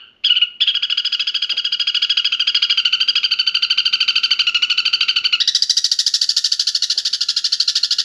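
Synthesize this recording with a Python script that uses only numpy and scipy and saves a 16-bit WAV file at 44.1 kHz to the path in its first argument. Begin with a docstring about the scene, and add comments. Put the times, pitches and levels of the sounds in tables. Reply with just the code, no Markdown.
"""Caged shrike chattering

A shrike chatters in a wire cage in a small room, about thirteen notes a second in the trill.
A few slurred calls lead into arched chips rich in overtones; then the bill opens wide and each note
becomes a rising squeak that breaks into a rasp. Each note is a stack of harmonics plus hiss, shaped by
the bill. Cage resonances and room echoes answer it; the bird shuffles twice over a faint low rumble.
"""
import sys
import numpy as np
from scipy import signal
from scipy.fft import rfft, irfft
from scipy.io import wavfile
from scipy.ndimage import uniform_filter1d, minimum_filter1d

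SR = 44100
rng = np.random.default_rng(int(sys.argv[2]) if len(sys.argv) > 2 else 0)


def materialize(psi):
    """Save the field psi as 16-bit PCM at rate SR to the path in sys.argv[1].

    A 1-D psi becomes a single channel; in a 2-D psi each row is a channel.
    """
    bounded = np.clip(np.atleast_2d(psi).T, -1, 1)
    quanta = np.round(bounded * 32767).astype(np.int16)
    wavfile.write(sys.argv[1], SR, quanta)


N = 354563
TIME = np.arange(N) / SR


def from_db(db):
    """Turn decibels into gain."""
    return 10 ** (np.asarray(db) / 20)


def rms_one(x):
    """Scale a sound to an rms of 1."""
    return x / np.sqrt(np.mean(x ** 2) + 1e-20)


def read(rows, at):
    """Read each column of a table, joining its points by straight lines."""
    key, *columns = np.transpose(rows)
    return [np.interp(at, key, column) for column in columns]


def add(out, s, sound):
    """Mix a sound in from a given time in seconds."""
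    start = max(0, round(s * SR))
    out[start:start + len(sound)] += sound[:max(0, N - start)]


def response(points, size=1024):
    """Make a filter with a given spectrum that never answers before its input (minimum phase)."""
    hz, db = np.transpose(points)
    grid = np.maximum(np.fft.rfftfreq(size, 1 / SR), 1)
    curve_db = np.interp(np.log(grid), np.log(hz), db)
    cepstrum = irfft(np.log(from_db(curve_db)))
    # folding the second half onto the first removes any answer ahead of time
    cepstrum[1:size // 2] *= 2
    cepstrum[size // 2 + 1:] = 0
    return irfft(np.exp(rfft(cepstrum)))


def through(x, impulse):
    """Pass a sound through an impulse response, keeping its length."""
    return signal.fftconvolve(x, impulse)[:len(x)]


def wobble(t, hz):
    """Random motion, mostly slower than a given rate, with a spread of about 1."""
    lowpass = signal.butter(2, min(hz, SR / 3), fs=SR, output="sos")
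    motion = signal.sosfilt(lowpass, rng.standard_normal(2 * len(t)))
    # the first half is dropped while the filter settles
    return rms_one(motion)[len(t):]


def note(course, length, slack_hz, top_hz, bill, upper_db, treble_db, flutter, flutter_hz, hoarse,
         jitter_hz, hiss_db, fundamental_db, waver_db=1.6569, chaos_hz=750, shimmer=0.618,
         waver_hz=11, lean=0.1458):
    """One pulse of the syrinx (the bird's voice box): tension lifts the pitch, the bill shapes the tone.

    Returns the start relative to the onset [s], and the sound scaled to rms 1 over its basic length.
    """
    start, end = round(course[0][0] * length * SR), round(course[-1][0] * length * SR)
    t = np.arange(start, end) / SR
    # each note leans a little to the front or the back
    bend = np.sin(np.pi * t / length) / np.pi
    progress = t / length + lean * rng.standard_normal() * bend
    tension, pressure_db, rough, third_db = read(course, progress)
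    rough = rough + hoarse

    # rough membranes swing irregularly
    pitch = slack_hz + (top_hz - slack_hz) * tension
    pitch = pitch + waver_hz * wobble(t, 160)
    pitch = pitch + jitter_hz * rough * wobble(t, chaos_hz)
    phase = 2 * np.pi * np.cumsum(pitch) / SR

    # the throat swells now the second harmonic, now the third
    k = np.arange(1, 10)[:, None]  # harmonic numbers
    third_gain_db = upper_db + third_db + waver_db * wobble(t, 100)
    harmonic_db = third_gain_db * (k == 3) + treble_db * (k > 3) + fundamental_db * (k == 1)
    voice = np.sum(from_db(harmonic_db) * np.sin(k * phase), axis=0)
    voice = voice * (1 + shimmer * rough * wobble(t, chaos_hz))

    # rougher moments carry more hiss
    hiss = signal.lfilter([1, -1], [1, -.6], rng.standard_normal(len(t)))
    voice = voice + from_db(hiss_db + treble_db) * rough * hiss
    voice = voice * from_db(pressure_db + waver_db * wobble(t, 100))

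    # taut membranes flutter, chopping the note into grains
    flutter_cycles = flutter_hz * t + rng.random()
    voice = voice * (1 + flutter * tension * np.sin(2 * np.pi * flutter_cycles))
    sound = signal.fftconvolve(voice, bill)
    return t[0], sound / np.sqrt(np.sum(sound ** 2) / (length * SR))


def beats(pace, period_s=.076):
    """Onsets of a trill: evenly spaced notes, about one period apart, between changes of pace."""
    runs = []
    for start, end in zip(pace, pace[1:]):
        count = round((end - start) / period_s)
        runs.append(np.linspace(start, end, count, endpoint=False))
    return np.concatenate(runs + [pace[-1:]])


# chance differences between one trill note and the next: pitch [Hz], third harmonic [dB]
NOTE_SCATTER_HZ, NOTE_SCATTER_DB = 12.27, 0.9942
# course of one chip: (share of basic length [1], tension [0-1, below 0 is slacker], pressure [dB],
# roughness [1], third harmonic [dB])
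CHIP_COURSE = [(-.2, -.3, -34, 0.59, -4), (-.03, 0, -3.5, 0.77, -11), (.1, 0.36, -2, 0.37, 1),
               (.21, .87, 4.5, 0.061, 5.5), (.36, 0.93, -1, 0.033, 11.5), (.62, 0.94, -1.5, 0.091, 12),
               (.74, 0.71, -7.5, 0.14, 10), (.87, 0.41, 1.5, 0.133, -4.5), (1.02, 0.48, -10, 0.22, -14),
               (1.16, 0.03, -24, 0.393, -13.5)]
# throat and bill half closed, for chips and slurs: (frequency [Hz], level [dB])
HALF_OPEN_BILL = [(800, -35.5), (1150, -18), (1420, -20), (1720, -23), (2050, -9), (2500, -0.5),
                  (2880, 0.5), (3350, -1.5), (3900, -4), (4650, -6), (5500, -23.5), (6600, -26.5),
                  (9000, -48), (14000, -60)]
# notes of the chip trill at which its pace shifts a little: (time [s])
CHIP_PACE = [0.746, .826, 1.346, 2.623, 3.156, 3.702, 4.309, 4.393, 5.162, 5.327]
# voice of the chips; where it slackens, pitch and third harmonic sink together:
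# (time [s], full-tension pitch before scatter [Hz], relative level [dB],
# third harmonic offset before scatter [dB])
CHIP_VOICE = [(.75, 1678, -13, -11.5), (1.03, 1702, -12.5, -1.5), (1.68, 1660, -14, -5.5),
              (2.05, 1685, -10, -4), (2.25, 1674, -11, -4.5), (2.33, 1632, -12.5, -14.5),
              (2.53, 1669, -9.5, 0), (2.7, 1652, -9.5, -2), (2.87, 1525, -10, -12.5), (3.12, 1666, -10, -3),
              (3.36, 1538, -10.5, -5), (3.66, 1591, -9.5, -3.5), (4.39, 1559, -9, -4.5),
              (4.48, 1465, -11.5, -14.5), (4.62, 1485, -10.5, -12.5), (4.88, 1581, -9.5, -1.5),
              (5.24, 1534, -10, -5), (5.33, 1467, -10.5, -12.5)]
# harmonics above the third in the chips: (time [s], level [dB])
CHIP_TREBLE = [(.75, -7.5), (1.1, -1), (2.3, -1.5), (3.75, -1), (4.58, 3), (5.33, 0)]


def chips(gain_db=-3.5, first_slack_hz=1290, slack_sag_hz_per_s=15):
    """Clear notes: the syrinx tightens and slackens, so the pitch arches up and down."""
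    out, bill = np.zeros(N), response(HALF_OPEN_BILL)
    for s in beats(CHIP_PACE):
        top_hz, level_db, upper_db = read(CHIP_VOICE, s)
        treble_db, = read(CHIP_TREBLE, s)
        top_hz = top_hz + NOTE_SCATTER_HZ * rng.standard_normal()
        upper_db = upper_db + NOTE_SCATTER_DB * rng.standard_normal()
        # the foot of the arch sinks as the trill goes on
        slack_hz = first_slack_hz - slack_sag_hz_per_s * (s - CHIP_PACE[0])
        lead, sound = note(CHIP_COURSE, .03, slack_hz, top_hz, bill, upper_db, treble_db,
                           flutter=0.11, flutter_hz=217, hoarse=0, jitter_hz=206.7,
                           hiss_db=8.5, fundamental_db=-1.0)
        add(out, s + lead, from_db(level_db + gain_db) * sound)
    return out


# course of one rasp: (share of basic length [1], tension [0-1], pressure [dB], roughness [1],
# third harmonic [dB])
RASP_COURSE = [(-.02, 0.057, -14, 0.48, -16), (.03, 0.2085, -1.5, 0.6, 0), (.15, 0.2993, -3.5, 0.093, 12.5),
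               (.28, 0.591, 1, 0.364, 4.5), (.4, 0.8446, 1, 0.423, 3.5), (.7, 1, 0, .8, 0.5),
               (1, 0.779, -5.5, 1, -0.5), (1.22, 0.398, -13, 0.82, 4)]
# throat and bill wide open: (frequency [Hz], level [dB])
WIDE_OPEN_BILL = [(900, -44.5), (1350, -23.5), (1850, -23), (2300, -23.5), (2850, -10.5), (3400, -8.5),
                  (3800, -5), (4100, -3.5), (4550, 4), (5500, -3.5), (6800, -12), (9500, -22.5),
                  (11000, -33.5), (15500, -45)]
# notes of the rasp trill at which its pace shifts a little: (time [s])
RASP_PACE = [5.401, 5.988, 6.213, 7.05, 7.599, 7.984]
# the rasps flare up as the bill opens, then sink, draw out and coarsen:
# (time [s], full-tension pitch before scatter [Hz], relative level [dB], basic length [s],
# third harmonic offset before scatter [dB], higher harmonics [dB], pitch jitter at roughness 1 [Hz])
RASP_VOICE = [(5.4, 1953, -10.5, 0.0239, -14.5, -21, 45.7), (5.58, 2002, -8, 0.02176, -1, -1, 80.5),
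              (5.9, 1936, -10, 0.02415, -2, 0.5, 140), (6.25, 1890, -10, 0.02726, -3, 1.5, 227.3),
              (7.2, 1761, -13.5, .029, -5.5, -5.5, 220), (7.6, 1786, -11, 0.03006, -3.5, -4.5, 209.6),
              (8.0, 1781, -11.5, 0.0291, -6, -7, 208.5)]


def rasps(gain_db=-2.5, slack_share=.7):
    """Rising squeaks: the membranes swing more and more irregularly as the tension peaks."""
    out, bill = np.zeros(N), response(WIDE_OPEN_BILL)
    for s in beats(RASP_PACE):
        top_hz, level_db, length, upper_db, treble_db, jitter_hz = read(RASP_VOICE, s)
        top_hz = top_hz + NOTE_SCATTER_HZ * rng.standard_normal()
        upper_db = upper_db + NOTE_SCATTER_DB * rng.standard_normal()
        lead, sound = note(RASP_COURSE, length, slack_share * top_hz, top_hz, bill, upper_db, treble_db,
                           flutter=0.155, flutter_hz=rng.uniform(217.4, 502.0), hoarse=0,
                           jitter_hz=jitter_hz, hiss_db=-4.0, fundamental_db=-1.5)
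        add(out, s + lead, from_db(level_db + gain_db) * sound)
    return out


# course of one slurred call: (share of basic length [1], tension [0-1, below 0 is slacker],
# pressure [dB], roughness [1], third harmonic [dB])
SLUR_COURSE = [(-.15, -.2, -28.5, 0.66, -1.5), (.03, 0.2, -9.5, 0.505, 6.5), (.22, 0.93, -1.5, 0.02, 12),
               (.55, 0.94, -3, .02, 16), (.95, 0.6, -8, 0.044, 12), (1.2, 0.2, -22, 0.12, 6)]
# the opening calls: (time [s], basic length [s], full-tension pitch [Hz], relative level [dB],
# third harmonic offset [dB], flutter depth [0-1], added roughness [1])
SLURS = [(0.242, 0.0373, 1701, -13, -14.5, 0.3, 0.09), (0.295, 0.039, 1479, -13, -33, 0, 0.044),
         (.355, 0.033, 1520, -15.5, -28, 0.4, 0.18), (0.414, 0.0303, 1466, -14, -33.5, 0.08, 0.089),
         (0.606, .032, 1750, -12.5, -16, 0.7, 0.13), (0.67, 0.0368, 1667, -13.5, -23, 0.5, 0.243)]


def slurs(slack_hz=1252.7):
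    """Opening calls, pure or hoarse: the bill passes mostly the second harmonic."""
    out, bill = np.zeros(N), response(HALF_OPEN_BILL)
    for s, length, top_hz, level_db, upper_db, flutter, hoarse in SLURS:
        treble_db = .5 * upper_db
        lead, sound = note(SLUR_COURSE, length, slack_hz, top_hz, bill, upper_db, treble_db,
                           flutter=flutter, flutter_hz=203.8, hoarse=hoarse, jitter_hz=160,
                           hiss_db=-3.5, fundamental_db=-7.5)
        add(out, s + lead, from_db(level_db) * sound)
    return out


# soft shuffles on the perch: (time [s], level at the swell's top [dB])
SHUFFLES = [(1.52, -48), (6.951, -52.5)]
# dull tone of feathers and feet: (frequency [Hz], level [dB])
SHUFFLE_TONE = [(100, -31), (350, -12.5), (700, -10.5), (6000, -59.5)]


def shuffles(rise_s=0.0181):
    """Feathers and feet rub: dull noise that swells quickly and dies away."""
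    out, t = np.zeros(N), TIME[:SR // 3]
    swell = t / rise_s * np.exp(1 - t / rise_s)
    for s, level_db in SHUFFLES:
        noise = rng.standard_normal(len(t))
        rustle = rms_one(through(noise, response(SHUFFLE_TONE)))
        add(out, s, from_db(level_db) * rustle * swell)
    return out


# narrow resonances of the cage and its corner: (frequency [Hz], level [dB], time to fall 60 dB [s])
RESONANCES = [(1395.7, 3, 0.033), (1764, -3.5, 0.036), (2881, -9.5, 0.044), (4032, -3.5, 0.018),
              (4460, -17, 0.19), (5540, -14.5, 0.11), (6228, -6, 0.05)]


def cage(x):
    """Sounds that cross a resonance leave it ringing as a thin tone."""
    out = x
    for hz, db, t60 in RESONANCES:
        radius = from_db(-60 / (t60 * SR))  # ring left after one sample
        angle = 2 * np.pi * hz / SR
        feed = np.array([1, 0, -1]) * (1 - radius * radius) / 2
        feedback = [1, -2 * radius * np.cos(angle), radius * radius]
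        out = out + from_db(db) * signal.lfilter(feed, feedback, x)
    return out


# echoes from nearby surfaces: (delay [s], level [dB])
ECHOES = [(.0031, -17), (.0085, -18)]
# colour of the room's ring: (frequency [Hz], level [dB])
ROOM_TONE = [(500, -5.5), (1500, 4.5), (3000, -1.5), (5000, -4), (8000, 3.5), (15000, -2)]


def room(x, t60=0.383, wet_db=-7.0, early_t60=0.074, early_db=-17.5, build_s=0.00067):
    """Walls return a few close echoes, a quick scatter from the nearest, then a longer ring."""
    t = TIME[:SR]
    # each t60 is the time to fall 60 dB [s]
    late = from_db(wet_db - 60 * t / t60) / np.sqrt(t60)
    early = from_db(early_db - 60 * t / early_t60) / np.sqrt(early_t60)
    build = 1 - np.exp(-t / build_s)
    tail = rng.standard_normal(len(t)) * (late + early) * build * np.sqrt(np.log(1000) / SR)
    impulse = through(tail, response(ROOM_TONE))
    for delay, db in ECHOES:
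        impulse[round(delay * SR)] += from_db(db)
    return x + through(x, impulse)


def lingering(level_db=-35.5, pitch_hz=1460, width_hz=130, fall_db_per_s=135):
    """At the start the room still rings with an earlier note: fading, wavering harmonics."""
    t = TIME[:SR // 2]
    ring = np.zeros(len(t))
    for k, db in [(1, -11), (2, 0), (3, -22)]:  # (harmonic number, level [dB])
        ring = ring + from_db(db) * wobble(t, width_hz) * np.sin(2 * np.pi * k * pitch_hz * t)
    fade = from_db(level_db - fall_db_per_s * t)
    return np.pad(rms_one(ring) * fade, (0, N - len(t)))


# spectrum of the rumble: (frequency [Hz], relative level per Hz [dB])
BACKGROUND = [(20, -10.5), (55, -6.5), (120, -4.5), (180, -9), (220, 0), (280, -8.5), (380, -4.5),
              (600, -12), (3000, -17), (15000, -51.5)]
# loudness of the rumble: (time [s], level [dB])
BACKGROUND_LEVEL = [(0.0, -62.5), (5.19, -55), (5.96, -66.5), (8.04, -61.5)]


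def background():
    """Faint low rumble of the surroundings: filtered noise with a drifting level."""
    level_db, = read(BACKGROUND_LEVEL, TIME)
    rumble = through(rng.standard_normal(N), response(BACKGROUND, size=8192))
    return from_db(level_db) * rms_one(rumble)


def scene():
    """The bird in its cage and room, with the background beneath."""
    bird = slurs() + chips() + rasps() + shuffles()
    return (room(cage(bird)) + lingering() + background())[None]


def limiter(x, ceiling_db=-1.0, share=0.91, release_db_per_s=900):
    """Peaks over the ceiling turn the gain down for a moment, by a share of their excess."""
    over_db = np.maximum(20 * np.log10(np.abs(x) + 1e-9) - ceiling_db, 0)
    # after a peak the hold lets go at a steady rate
    release_db = release_db_per_s * TIME
    held_db = np.maximum.accumulate(over_db + release_db, axis=-1) - release_db
    # widths in samples; the gain starts to fall just ahead of a peak
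    gain_db = uniform_filter1d(minimum_filter1d(-held_db, size=65), size=65)
    return x * from_db(share * gain_db)


def record(dry, dip_hz=8350, dip_width_hz=1700, dip_db=-25.0, cutoff_hz=15700):
    """The microphone has a deep dip in the treble; peaks are held back and the top is cut."""
    notched = dry
    for width_hz in (dip_width_hz, dip_width_hz / 2):
        notch = signal.iirnotch(dip_hz, dip_hz / width_hz, fs=SR)
        notched = signal.lfilter(*notch, notched)
    # a little of what the notches removed remains
    limited = limiter(notched + from_db(dip_db) * (dry - notched))
    top_cut = signal.ellip(10, .2, 80, cutoff_hz, fs=SR, output="sos")
    return signal.sosfilt(top_cut, limited)


dry = scene()
out = record(dry)
materialize(out)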